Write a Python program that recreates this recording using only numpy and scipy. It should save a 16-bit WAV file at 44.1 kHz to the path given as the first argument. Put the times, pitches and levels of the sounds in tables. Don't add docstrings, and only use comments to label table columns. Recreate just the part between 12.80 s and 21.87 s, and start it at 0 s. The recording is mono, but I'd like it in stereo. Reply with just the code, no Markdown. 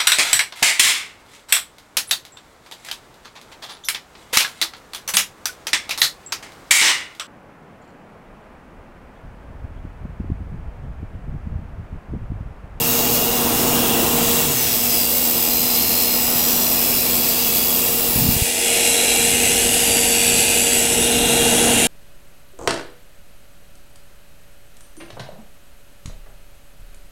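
import sys
import numpy as np
from scipy import signal
from scipy.fft import rfft, irfft, next_fast_len
from scipy.io import wavfile
from scipy.ndimage import uniform_filter1d

SR = 44100
rng = np.random.default_rng(int(sys.argv[2]) if len(sys.argv) > 2 else 0)


def write(x):
    x = np.atleast_2d(x).T
    wavfile.write(sys.argv[1], SR, np.round(np.clip(x, -1, 1) * 32767).astype(np.int16))


N = 399987
TIME = np.arange(N) / SR
BINS = np.fft.rfftfreq(N, 1 / SR)

# start in seconds, load as the share of free speed it takes away (0 is lifted).
PUSHES = [(0, .19), (.2, .65), (.35, 0), (1.63, .8), (1.88, .49), (2.15, .65), (2.42, .51), (2.9, .445),
          (5.7, .47), (6.3, .34), (6.9, .45), (7.4, .393), (7.98, 0)]
# frequency in Hz, relative level in dB.
GRIND_COLOUR = [(200, -74.5), (700, -60.5), (1500, -68.5), (2100, -66), (3400, -68), (5000, -60.5),
                (7000, -64.5), (10000, -67.3), (12000, -59.5), (14000, -55), (15700, -57.3)]
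# frequency in Hz, width in Hz, boost in dB.
BLADE_MODES = [(2570, 390, 6.5), (2880, 110, 5), (3370, 120, 7), (4030, 200, 3.5), (5000, 350, 3),
               (5760, 180, -2), (7400, 167.0, 3), (7924, 373.0, 10), (8720, 280, 4), (9540, 232.0, 4.8),
               (10660, 210.0, 7), (11170, 210, 6.5), (12381.0, 197.0, 2.5), (13900, 217.0, 5.5),
               (14614.0, 204.0, 3), (15239.0, 221.0, 3)]
# frequency in Hz, relative level in dB.
RUSH_COLOUR = [(500.0, -76), (1500.0, -62), (2500.0, -67), (4500.0, -63.5), (6500.0, -62.5), (8500.0, -63),
               (10500.0, -66), (12500.0, -63.5), (14000.0, -63), (15500.0, -56.1)]
# frequency in Hz, width in Hz, boost in dB.
GUARD_MODES = [(1500.0, 176.0, 1), (2724, 380, 7.5), (3340, 410, 5.5), (3870, 320, 4), (6361.0, 415.0, 0.5),
               (7000, 462.0, 1), (8749.0, 544.0, -1), (9300, 493.0, 4.5), (9701.0, 577.0, -0.3),
               (12600, 979.0, 6.5), (15104.0, 724.0, 2)]
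# start and end in seconds, pitch and width in Hz, top level in dB.
SQUEALS = [(-.25, .35, 12520, 400, -25.5), (.25, .85, 14950, 250, -29), (1.052, 1.85, 7800, 603, -32),
           (2.3, 3.6, 13750, 400, -30), (-.2, .75, 6550, 500, -34), (2.65, 3.55, 5100, 130, -37),
           (3.45, 4.05, 5820, 350, -31), (4.449, 5.15, 11180, 90, -34), (4.3, 5.6, 14800, 199.8, -32),
           (5.799, 6.6, 4000, 230, -29.5), (6.65, 8.1, 7860, 120, -34), (6.6, 7.6, 11250, 250, -35),
           (7.199, 8.0, 2607, 70, -35.5), (8.05, 8.42, 10590, 160, -31), (8.149, 8.85, 3850, 420, -31),
           (8.25, 8.7, 12660, 500, -28), (8.599, 9.25, 9700, 130, -36), (5.2, 5.9, 9050, 300, -35)]
# start and end in seconds, relative level in dB, jitter in radians.
GEAR_WHINES = [(1.52, 2.05, -31.5, 2.4), (1.98, 2.36, -29.5, 1.4), (2.62, 3.44, -32, .55),
               (6.96, 8.06, -28.5, .4), (7.98, 8.36, -34, 2.2)]
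# time in seconds, relative roar level in dB, impeller tone level in dB.
BLOWER_LEVELS = [(0, -2, -30.5), (.9, 2.5, -32), (1.6, 0.5, -28.5), (1.8, -6.5, -39), (3.9, -3.5, -40.5),
                 (4.8, -5.5, -38), (5.2, -4.5, -33), (5.65, -7.5, -37), (6.0, -5.5, -30.5),
                 (7.95, -6.5, -32), (8.6, 0, -25.5), (8.9, 1.8, -28), (9.07, -2.5, -32)]
# frequency in Hz, relative level in dB.
ROAR_COLOUR = [(30, -61), (80, -57), (150, -53.5), (310, -51.5), (430, -53), (550, -57.5), (680, -51.5),
               (1050, -53), (1400, -55.5), (2000, -81), (6000, -90)]
# time in seconds, level in dB.
DRAUGHT_LEVELS = [(0, -49), (1.6, -42), (2.4, -52), (3.7, -43), (4.6, -47), (6.1, -40), (6.8, -38.5),
                  (7.9, -42), (8.7, -33.5)]
# centre in seconds, peak level in dB, pitch in Hz.
BUFFETS = [(5.362, -13, 170), (5.437, -20, 89.9), (5.491, -11, 85), (5.568, -17, 90), (5.623, -11, 74.8)]
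# frequency in Hz, left-right likeness (1 is mono).
LIKENESS = [(60, 0.96), (300, 0.7), (700, 0.69), (1300, .88), (2200, 0.63), (3200, .7), (4300, 0.45),
            (5600, 0.74), (6500, 0.99), (9700, 1), (11000, 0.89), (12500, 0.74), (15500, 0.47)]
# frequency in Hz, lead of the left side in radians.
PAIR_PHASE = [(30, 0.5), (340, 0.1), (520, 0.6), (700, 1.63), (900, 2.5), (1400, 3), (1800, 1.66),
              (2200, 0.65), (3500, 0.25), (4200, -1), (5500, 0.5), (12000, 0.76), (16000, 0)]
# frequency in Hz, left minus right in dB.
PAIR_BALANCE = [(60, 1), (110, -1), (200, -5), (380, -7), (700, -7), (1290, -5.5), (2380, 1), (4400, 2.5),
                (8000, -1), (16000, 0.5)]
# frequency in Hz, gain in dB.
SHELTERED_COLOUR = [(100, 0.7), (250, 2), (500, 2), (780, 0.5), (920, -5), (1090, -14.5), (1270, -10.5),
                    (1600, 1.5), (2300, 6), (3500, 5), (4900, -3.5), (6300, 3.5), (9500, 6.5), (11200, 3.5),
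                    (13000, -10), (14800, -20.5)]

FREE_HZ, START_HZ, INERTIA_S = 161, 130, .63
GEAR_TEETH, PINION_TEETH, FAN_VANES = 49, 9, 12
BLOWER_HZ, BLOWER_VANES, HUM_HZ = 467.6, 6, 240


def saw():
    load = np.zeros(N)
    for start, share in PUSHES:
        load[TIME >= start] = share
    speed = lagged(FREE_HZ * (1 - load), INERTIA_S, START_HZ)
    angle = turns(speed * (1 + .0012 * wander(11.99)))
    return saw_air(angle, speed) + grinding(angle, load) + squeals(angle) + saw_tones(angle, speed, load)


def grinding(angle, load, full_bite_load=.3, idle_db=-8.3, cut_db=-.4):
    pressed = np.minimum(load / full_bite_load, 1)
    sunk = np.maximum(lagged(pressed, lag_s=.12), lagged(pressed, lag_s=.36))
    grind_db = idle_db + (cut_db - idle_db) * sunk
    wobble = .19 * (1 + .38 * wander(15)) * np.cos(angle)
    bite = np.maximum(1 + wobble + .043 * np.cos(3 * angle), 0)
    chips = rng.standard_normal((2, N)) * (rng.random(N) < 2500 / SR)
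    hiss = rng.standard_normal((2, N))
    scrape = np.array([rim_scrape(angle), rim_scrape(angle)])
    grit = evened(hiss + amp(-7.5) * evened(chips) + amp(-3.5) * scrape)
    stones = amp(.28 * wander(70) + .6 * wander(8.7))
    drive = patchy(grit * bite * stones, depth_db=2.5, bins=5, frames=18)
    return spread(drive, read(GRIND_COLOUR) + bumps(BLADE_MODES)) * amp(grind_db)


def rim_scrape(angle):
    place = angle / (2 * np.pi) % 1
    profiles = signal.resample(rng.standard_normal((4, 360)), 2880, axis=1)
    around = np.arange(profiles.shape[1]) / profiles.shape[1]
    weights = np.array([wander(1.48) for _ in profiles])
    scrapes = np.array([np.interp(place, around, profile) for profile in profiles])
    return evened((weights * scrapes).sum(0) / np.linalg.norm(weights, axis=0))


def saw_air(angle, speed):
    rush_db = by_speed(speed, free_db=1.6, doubling_db=11)
    air = patchy(rng.standard_normal((2, N)), depth_db=2.1, bins=7, frames=12)
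    rush = spread(air * (1 + .094 * np.cos(angle)), read(RUSH_COLOUR) + bumps(GUARD_MODES))
    return rush * amp(rush_db + .56 * wander(8.4))


def saw_tones(angle, speed, load):
    mesh_db = by_speed(speed, free_db=-39, doubling_db=9)
    backlash_rad = 1.8
    for start, end, db, jitter_rad in GEAR_WHINES:
        singing = spell(start, end, edge_s=.11)
        mesh_db += singing * (db - mesh_db)
        backlash_rad += singing * (jitter_rad - backlash_rad)
    teeth = np.sin(GEAR_TEETH * angle + backlash_rad * wander(55))
    mesh = amp(mesh_db - 1.5 + 1.6 * wander(40)) * teeth * (1 + .22 * np.cos(angle))
    armature = angle * GEAR_TEETH / PINION_TEETH
    fan_db = by_speed(speed, free_db=-36.5, doubling_db=14)
    fan = amp(fan_db + 2.5 * wander(40)) * np.sin(FAN_VANES * armature + .8 * wander(50))
    overtones = amp(mesh_db - 16) * sum(np.sin(k * armature + 1.2 * wander(50)) for k in (11, 14, 17))
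    strain_db = 12.5 * lagged(load, lag_s=.015, start=load[0])
    thrum_db = by_speed(speed, free_db=-40, doubling_db=13.5) + strain_db
    thrum = amp(thrum_db + 1.7 * wander(6)) * (np.sin(angle) + amp(-4) * np.sin(2 * angle))
    return np.sqrt(2) * (mesh + fan + overtones + thrum)


def squeals(angle):
    out = np.zeros(N)
    for start, end, hz, width, db in SQUEALS:
        now = (TIME > start) & (TIME < end)
        t = TIME[now]
        lowpass = signal.butter(2, width / 2, fs=SR)
        drift = signal.lfilter(*lowpass, rng.standard_normal((2, len(t))))
        ring = drift[0] * np.cos(2 * np.pi * hz * t) + drift[1] * np.sin(2 * np.pi * hz * t)
        throb = 1 + .23 * np.cos(angle[now])
        swell = np.sin(np.pi * (t - start) / (end - start))
        out[now] += amp(db) * evened(ring * throb) * swell
    return out


def blower_air():
    roar_db = curves(BLOWER_LEVELS)[0]
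    return spread(rng.standard_normal((2, N)), read(ROAR_COLOUR)) * amp(roar_db + .5 * wander(8.9))


def blower_tones():
    roar_db, impeller_db = curves(BLOWER_LEVELS)
    angle = turns(BLOWER_HZ * (1 + .001097 * wander(14.5) + .00079 * wander(1.41)))
    drone = amp(impeller_db + .94 * wander(12)) * (np.sin(angle) + amp(-18) * np.sin(2 * angle))
    vanes = BLOWER_VANES * angle
    whistle_db = -19.5 + .54 * impeller_db + 2.2 * wander(26)
    whistle = amp(whistle_db) * (np.sin(vanes) + amp(-16) * np.sin(2 * vanes))
    mains = 2 * np.pi * HUM_HZ * TIME + .14 * wander(8.8)
    hum_db = -29.5 + .8 * roar_db + 1.2 * wander(9.1)
    hum = amp(hum_db) * sum(amp(db) * np.sin(k * mains) for k, db in enumerate([0, -9, -12], 1))
    return np.sqrt(2) * (drone + whistle + hum)


def wind():
    rumble_colour = read([(12, -17), (30, -3), (55, -1), (90, -7.5), (200, -21), (600, -52)])
    flutter_colour = read([(15, -14), (60, 1), (260, -1), (350, -22), (900, -50)])
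    rumble = evened(filtered(rng.standard_normal(N), amp(rumble_colour)))
    flutter = evened(filtered(rng.standard_normal(N), amp(flutter_colour)))
    out = rumble * amp(curves(DRAUGHT_LEVELS)[0] + 1.5 * wander(6))
    out += flutter * amp(-20.5) * spell(5.335, 5.585, edge_s=.07)
    for centre, db, hz in BUFFETS:
        phase = 2 * np.pi * hz * (TIME - centre)
        out += amp(db) * phase * np.exp((1 - phase ** 2) / 2)
    return out


def dipped(x, bass_hz=303):
    bass = filtered(x, 1 / (1 + (BINS / bass_hz) ** 6))
    thin = x - bass * (1 - amp(-6 * spell(5.65, 6.38, edge_s=.06)))
    return thin * amp(-2.5 * spell(5.5, 5.92, edge_s=.18))


def amp(db):
    return 10 ** (np.asarray(db) / 20)


def evened(x):
    return x / np.sqrt(np.mean(x ** 2) + 1e-20)


def curves(rows):
    seconds, *columns = np.transpose(rows)
    return [np.interp(TIME, seconds, column) for column in columns]


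def read(points):
    hz, value = np.transpose(points)
    return np.interp(np.log(BINS + 1), np.log(hz + 1), value)


def bumps(modes):
    return sum(db / (1 + (2 * (BINS - hz) / width) ** 2) for hz, width, db in modes)


def filtered(x, gain):
    size = next_fast_len(N, True)
    hz = np.fft.rfftfreq(size, 1 / SR)
    return irfft(rfft(x, size) * np.interp(hz, BINS, gain), size)[..., :N]


def wander(rate_hz):
    knots = rng.standard_normal(N // 20)
    hz = np.fft.rfftfreq(len(knots), 20 / SR)
    smooth = irfft(rfft(knots) / np.sqrt(1 + (hz / rate_hz) ** 4), len(knots))
    return evened(np.interp(TIME, np.arange(len(knots)) * 20 / SR, smooth))


def patchy(x, depth_db, bins, frames):
    spectra = signal.stft(x, nperseg=2048)[2]
    chance = rng.standard_normal(spectra.shape[1:])
    patches = uniform_filter1d(uniform_filter1d(chance, bins, 0), frames, 1)
    gain = evened(amp(depth_db * evened(patches)))
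    return signal.istft(spectra * gain, nperseg=2048)[1][:, :N]


def spread(pair, spectrum_db):
    same = np.clip(read(LIKENESS), 0, 1)
    gain = amp(spectrum_db) * np.sqrt(SR / 2)
    mid = filtered(pair[0], gain * np.sqrt((1 + same) / 2))
    side = filtered(pair[1], gain * np.sqrt((1 - same) / 2))
    return np.array([mid + side, mid - side])


def turns(hz):
    return 2 * np.pi * np.cumsum(hz) / SR


def lagged(x, lag_s, start=0):
    keep = np.exp(-1 / (lag_s * SR))
    return start + signal.lfilter([1 - keep], [1, -keep], x - start)


def spell(start, end, edge_s):
    return np.clip(np.minimum(TIME - start, end - TIME) / edge_s, 0, 1)


def by_speed(speed, free_db, doubling_db):
    return free_db + doubling_db * np.log2(speed / FREE_HZ)


def scene():
    return saw() + blower_air() + blower_tones() + wind()


def record(dry, fade_start_s=5.52, fade_lag_s=.1, cutoff_hz=15820):
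    lean = amp(read(PAIR_BALANCE))
    turn = np.exp(.5j * read(PAIR_PHASE))
    right_gain = np.sqrt(2 / (1 + lean ** 2))
    pair = np.array([filtered(dry[0], right_gain * lean * turn), filtered(dry[1], right_gain / turn)])
    sheltered = filtered(dry[1], amp(read(SHELTERED_COLOUR)))
    fade = 1 - np.exp(-np.maximum(TIME - fade_start_s, 0) / fade_lag_s)
    mix = dipped((1 - fade) * pair + fade * sheltered)
    lowpass = signal.firwin(1023, cutoff_hz, window=("kaiser", 8), fs=SR)
    return signal.oaconvolve(mix, lowpass[None], "same")


dry = scene()
out = record(dry)
write(out)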